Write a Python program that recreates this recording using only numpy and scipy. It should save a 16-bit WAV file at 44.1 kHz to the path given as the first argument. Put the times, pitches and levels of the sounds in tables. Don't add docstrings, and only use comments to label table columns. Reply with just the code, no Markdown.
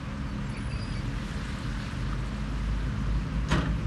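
import sys
import numpy as np
from scipy import signal
from scipy.fft import rfft, irfft, next_fast_len
from scipy.io import wavfile
from scipy.ndimage import uniform_filter1d

SR = 44100
rng = np.random.default_rng(int(sys.argv[2]) if len(sys.argv) > 2 else 0)


def generate_wav(sig):
    pcm = np.round(np.clip(np.atleast_2d(sig).T, -1, 1) * 32767).astype(np.int16)
    wavfile.write(sys.argv[1], SR, pcm)


def to_linear_factor(level_db):
    exponent = np.asarray(level_db, float) / 20
    return 10 ** exponent


N = 170226


def rms_one(x):
    return x / np.sqrt(np.mean(x ** 2) + 1e-20)


def in_time(rows):
    s, *columns = np.transpose(rows)
    return [np.interp(np.arange(N) / SR, s, c) for c in columns]


def at_hz(points, hz):
    table_hz, value = np.transpose(points)
    return np.interp(np.log(hz), np.log(table_hz), value)


def drift(rate_hz, count=N):
    r = np.exp(-80 * np.pi * rate_hz / SR)
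    slow = signal.lfilter([1], [1, -2 * r, r * r], rng.standard_normal(N // 40 + 2002))[2000:]
    return np.interp(np.arange(count) / 40, np.arange(len(slow)), rms_one(slow))


def ring(x, hz, t60_s):
    r, w = to_linear_factor(-60 / (t60_s * SR)), 2 * np.pi * hz / SR
    return signal.lfilter([0, np.sin(w)], [1, -2 * r * np.cos(w), r * r], x + 1e-18)


def bandpass(x, low_hz, high_hz):
    return signal.sosfilt(signal.butter(2, [low_hz, high_hz], "band", fs=SR, output="sos"), x)


def bands(spectrum, sources):
    first_hz, last_hz = spectrum[0][0], min(spectrum[-1][0], 13000)
    edges = first_hz * 2 ** np.arange(0, np.log2(last_hz / first_hz) + .3, 1 / 3)
    for k, (low, high) in enumerate(zip(edges, np.minimum(edges[1:], .45 * SR))):
        hz = np.sqrt(low * high)
        yield hz, to_linear_factor(at_hz(spectrum, hz)) * bandpass(sources[k % 2], low, high)


def patchy(spectrum, sources, patchy_db):
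    together = drift(5.3)
    total = np.zeros(N)
    for _, band in bands(spectrum, sources):
        total += band * to_linear_factor(patchy_db * (0.18 * together + drift(22.4)))
    return rms_one(total)


def engine(run, orders, wobble_db, jitter):
    in_step_s = 3.125
    hz, db = in_time(run)
    turn = 2 * np.pi * np.cumsum(hz * (1 + jitter * drift(4))) / SR
    turn = turn - turn[int(in_step_s * SR)]
    tones = np.zeros(N)
    for k, order_db in orders:
        height = to_linear_factor(order_db + wobble_db * min(k + .2, 2.5) * drift(5))
        tones += height * np.sin(k * turn + (k - 1) * rng.uniform(0, 2 * np.pi))
    return np.sqrt(2) * to_linear_factor(db) * tones, turn, db


def engines():
    # start_s, cycle_rate_hz, level_db
    idle_run = [(0, 11.42, -42), (.8, 11.51, -42), (1.6, 11.58, -42), (2.3, 11.56, -44), (3.86, 11.6, -45)]
    # multiple_of_cycle_rate, level_db
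    idle_orders = [(5, -3), (6, -3), (10.5, -10), (12, -4), (14, -11), (15, -7), (18, -2), (22, -13),
                   (24, -10)]
    # start_s, firing_rate_hz, level_db
    first_run = [(0, 41.5, -41), (.4, 44.8, -37), (.75, 44.2, -38), (.95, 45.2, -33), (1.25, 48, -39),
                 (1.9, 49, -41), (2.3, 51.2, -35), (2.65, 51.9, -31), (2.85, 53.2, -33), (3.1, 53.8, -32),
                 (3.25, 54.7, -33), (3.4, 56.9, -33), (3.86, 58, -36)]
    # multiple_of_firing_rate, level_db
    first_orders = [(1, 0), (2, -15), (2.5, -9), (3, -16), (4, -22), (5, -21)]
    # start_s, firing_rate_hz, level_db
    second_run = [(0, 38, -60), (1.2, 38, -46), (1.6, 43.5, -42), (2.0, 47.8, -36), (2.3, 49.3, -42),
                  (2.6, 50.2, -40), (2.9, 50.8, -33), (3.86, 51.5, -32)]
    # multiple_of_firing_rate, level_db
    second_orders = [(1, 0), (1.5, -17), (2, -13), (2.5, -9), (3, -11), (3.5, -16), (5, -20)]
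    # freq_hz, level_db
    roar_spectrum = [(28, -6), (45, 1), (70, 2.5), (130, 4), (220, 0), (310, -4), (390, -14.5), (480, -4),
                     (600, -36)]
    # freq_hz, level_db
    clatter_spectrum = [(250, -59), (400, -6), (600, 2), (900, 2.5), (1500, -8), (2300, -6.5), (3500, -17),
                        (6000, -23), (12000, -46.5)]
    roar_db, roar_follows = -37.5, 0.081
    clatter_db, clatter_depth = -38.5, 0.11

    idle, idle_turn, _ = engine(idle_run, idle_orders, wobble_db=1.1, jitter=.004)
    first, first_turn, _ = engine(first_run, first_orders, wobble_db=1.4, jitter=.002)
    second, _, load_db = engine(second_run, second_orders, wobble_db=1.3, jitter=.002)
    roar = patchy(roar_spectrum, rng.standard_normal((2, N)), patchy_db=1.0)
    roar *= to_linear_factor(roar_db + roar_follows * (load_db - load_db.mean()))
    throb = np.exp(clatter_depth * np.cos([3 * idle_turn, first_turn]))
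    clatter = patchy(clatter_spectrum, throb * rng.standard_normal((2, N)), patchy_db=0.94)
    return idle + first + second + roar + to_linear_factor(clatter_db) * clatter


def soil():
    # start_s, level_db
    slide = [(0, -49.5), (.35, -51.5), (.58, -48), (.8, -47.5), (1.15, -44.5), (1.35, -41), (1.6, -42.5),
             (1.9, -42.5), (2.1, -45.5), (2.8, -47), (3.86, -50)]
    # freq_hz, level_db
    soil_spectrum = [(700, -14.5), (1500, 5), (2500, 2), (4000, -0.5), (6000, -8), (8500, -12),
                     (10500, -17), (12000, -54)]
    grains_per_s, grain_share = 700, .4
    sizes = to_linear_factor(1.6 * np.minimum(rng.exponential(1, N), 5)) * rng.choice([-1, 1], N)
    lands = rng.random(N) < grains_per_s * to_linear_factor(4 * drift(8)) / SR
    grains = rms_one(sizes * lands)
    hiss = patchy(soil_spectrum, rng.standard_normal((2, N)) + grain_share * grains, patchy_db=2.0)
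    return to_linear_factor(in_time(slide)[0]) * hiss


def short_squeals():
    # start_s, length_s, pitch_hz, width_hz, level_db
    chirps = [(0.258, 0.073, 4530, 33, -58.5), (0.44, 0.045, 7520, 60, -60), (0.485, 0.055, 9800, 57, -57),
              (0.559, .17, 9925, 60, -52), (.71, .18, 9890, 60, -56), (.87, .12, 9900, 220, -54),
              (0.512, 0.08, 4550, 150, -51), (.522, .035, 5250, 60, -56), (0.541, 0.052, 2350, 220, -41),
              (.6, .09, 2250, 120, -51), (0.8, 0.08, 4740, 49, -47), (0.7, 0.035, 2620, 40, -47),
              (0.745, 0.07, 2552, 60, -51), (.82, 0.09, 2560, 60, -55), (0.94, 0.07, 2270, 80, -47),
              (3.484, 0.046, 6640, 8, -46), (3.654, 0.016, 1780, 30, -41), (3.515, 0.012, 1880, 46, -28),
              (3.509, .015, 8600, 200, -48)]
    edge_s, steady_share = .012, .9
    out = np.zeros(N)
    for s, length_s, hz, width_hz, db in chirps:
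        i, n = int(s * SR), int(length_s * SR)
        t = np.arange(n) / SR
        gate = np.clip(np.minimum(t, length_s - t) / min(edge_s, length_s / 4), 0, 1)
        smear = steady_share + drift(width_hz, count=n) + 1j * drift(width_hz, count=n)
        out[i:i + n] += gate * to_linear_factor(db) * np.real(smear * np.exp(2j * np.pi * hz * t))
    return out


def thuds():
    # start_s, pitch_hz, level_db, t60_s
    blows = [
        (.3, 290, -36, .3),
        (1.05, 280, -37, .8),
        (1.92, 118, -31, .5),
        (1.95, 280, -36, .4),
        (2.38, 145, -33, .8),
        (3.517, 64, -20, .25),
        (3.5164, 171, -21, .5),
        (3.66, 165, -21, .2),
        (3.645, 262, -30, .2),
    ]
    rise_s = .008
    out = np.zeros(N)
    for s, hz, db, t60_s in blows:
        i = int(s * SR)
        t = np.arange(N - i) / SR
        out[i:] += to_linear_factor(db - 60 * t / t60_s) * np.minimum(t / rise_s, 1) * np.sin(2 * np.pi * hz * t)
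    return out


def stone_ticks():
    # start_s, level_db, pitch_hz
    stones = [
        (.498, -45, 3300),
        (.5, -51, 7000),
        (3.518, -25, 2900),
        (1.068, -38, 3050),
        (1.587, -41, 7500),
        (3.486, -34, 5000),
    ]
    out = np.zeros(N)
    n = SR // 10
    for s, db, hz in stones:
        i = int(s * SR)
        burst = to_linear_factor(-60 * np.arange(n) / SR / .02) * rng.standard_normal(n)
        out[i:i + n] += 3 * to_linear_factor(db) * bandpass(burst, hz / 1.25, hz * 1.25)
    return out


def glide(run, width_hz, rough):
    hz, db = in_time(run)
    t = np.arange(N) / SR
    sounding = (t > run[0][0]) * (t < run[-1][0])
    smear = 1 + rough * (drift(width_hz) + 1j * drift(width_hz))
    return to_linear_factor(db) * sounding * np.real(smear * np.exp(2j * np.pi * np.cumsum(hz) / SR))


def brake_squeal():
    # start_s, pitch_hz, level_db
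    squeal_run = [(.69, 4930, -70), (.705, 4850, -51), (.735, 4650, -46), (.775, 4690, -49),
                  (.8, 4930, -47), (.93, 4910, -48), (.95, 4560, -47), (1.0, 4640, -50), (1.04, 4750, -62)]
    return glide(squeal_run, width_hz=90, rough=.75)


def chassis_knock():
    start_s, length_s, pitch_hz, level_db = 2.1265, .007, 1250, -32
    t = np.arange(N) / SR - start_s
    gate = np.clip(t / length_s, .6, 1) * (t > 0) * (t < length_s)
    return 2 * to_linear_factor(level_db) * np.sin(2 * np.pi * pitch_hz * t) * gate


def bed_ring(slams):
    # freq_hz, level_db, t60_s
    modes = [(133.6, -4, 0.9), (194, -3, 0.45), (256.5, -4.5, 0.81), (278, -4.5, 0.6), (331.6, -5, 0.41),
             (521, -8, 0.56), (612, -6, 0.75), (859, -4, 0.4), (980, -4, .35), (1480, -11, .35),
             (1890, -3.5, 0.22), (2540, -12, .3), (2920, -15, .3), (3180, -16, 0.25)]
    bed_db, stagger_s = -2.5, .014
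    out = np.zeros(N)
    strengths_db = rng.normal(0, 2, (len(slams), len(modes)))
    lags_s = rng.uniform(0, stagger_s, strengths_db.shape)
    for (s, _, db, scale), own_db, late_s in zip(slams, strengths_db, lags_s):
        for (hz, mode_db, t60_s), extra_db, lag_s in zip(modes, own_db, late_s):
            i = int((s + lag_s) * SR)
            click = np.arange(N - i) == 0
            out[i:] += to_linear_factor(db + bed_db + mode_db + extra_db) * ring(click, hz, t60_s * scale)
    return out


def crash(slams):
    # freq_hz, level_db
    crash_spectrum = [(100, -1), (250, -7), (450, -2.5), (900, 4), (1900, -6.5), (3000, -3), (6000, -12.5),
                      (10000, -18.5), (12000, -32)]
    # freq_hz, t60_s
    crash_t60 = [(100, 1), (1000, 0.42), (4000, 0.17), (12000, 0.07)]
    crash_db, rattle_per_s, rattle_share = 5.5, 350, .7
    rise_s, rise_growth = .003, .15
    late_dull_db_per_s = 30
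    main_s = slams[3][0]
    start = int(slams[0][0] * SR) - 500
    out, t = np.zeros(N), np.arange(start, N) / SR
    white = rng.standard_normal((2, N - start))
    rattle = rms_one(rng.standard_normal(N - start) * (rng.random(N - start) < rattle_per_s / SR))
    noise = list(bands(crash_spectrum, white + rattle_share * rattle))
    whole = np.std(sum(band for _, band in noise))
    for hz, band in noise:
        dull_db_per_s = late_dull_db_per_s * max(np.log2(hz / 3000), 0)
        power = np.zeros(N - start)
        for s, db, _, scale in slams:
            rise = np.clip((t - s) / (rise_s + rise_growth * max(s - main_s, 0)), 0, 1)
            decay_db = 60 * np.maximum(t - s, 0) / (at_hz(crash_t60, hz) * scale)
            power += rise * to_linear_factor(db + crash_db - dull_db_per_s * (s - t[0]) - decay_db) ** 2
        out[start:] += band / whole * uniform_filter1d(np.sqrt(power), size=60)
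    return out


def tailgate():
    # start_s, crash_db, bed_db, ring_down_scale
    contacts = [
        (3.488, -39, -65, 0.54),
        (3.497, -36.5, -33, 0.4),
        (3.508, -29, -34, 0.63),
        (3.516, -27, -26.5, 0.59),
        (3.526, -30, -27, 1.09),
        (3.55, -35.5, -32, 0.88),
        (3.575, -32, -32.5, 0.71),
        (3.605, -33.5, -37, 0.69),
        (3.656, -33, -45, .3),
        (3.665, -42, -36, 0.19),
    ]
    return bed_ring(contacts) + crash(contacts)


def bed_groan():
    # start_s, pitch_hz, level_db
    groan_run = [(3.5, 136.8, -60), (3.54, 136.3, -33), (3.62, 133.1, -35), (3.7, 127.4, -36),
                 (3.78, 111, -37), (3.86, 107, -27)]
    return glide(groan_run, width_hz=8, rough=.3)


def ground_echo(direct):
    delay_s, gain, blur_hz = .00065, .8, 2000
    size = next_fast_len(N + 100)
    hz = np.fft.rfftfreq(size, 1 / SR)
    ground = 1 + gain * np.exp(-(hz / blur_hz) ** 2 - 2j * np.pi * hz * delay_s)
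    return irfft(rfft(direct, size) * ground / (1 + gain), size)[:N]


def scene():
    direct = engines() + soil() + short_squeals() + thuds() + stone_ticks()
    direct += brake_squeal() + chassis_knock() + tailgate() + bed_groan()
    return ground_echo(direct)[None]


def top_cut(x):
    return signal.sosfilt(signal.butter(12, 12080, fs=SR, output="sos"), x)


def record(dry):
    low_cut_hz = 43.5
    lost_from_s, lost_to_s, lost_fade_s, lost_above_hz = 0.544, 1, 0.033, 10030
    x = signal.sosfilt(signal.butter(4, low_cut_hz, "high", fs=SR, output="sos"), dry)
    t = np.arange(N) / SR
    lost = np.clip(np.minimum(t - lost_from_s, lost_to_s - t) / lost_fade_s, 0, 1)
    top = signal.sosfiltfilt(signal.butter(16, lost_above_hz, "high", fs=SR, output="sos"), x)
    return top_cut(x - lost * top)


dry = scene()
out = record(dry)
generate_wav(out)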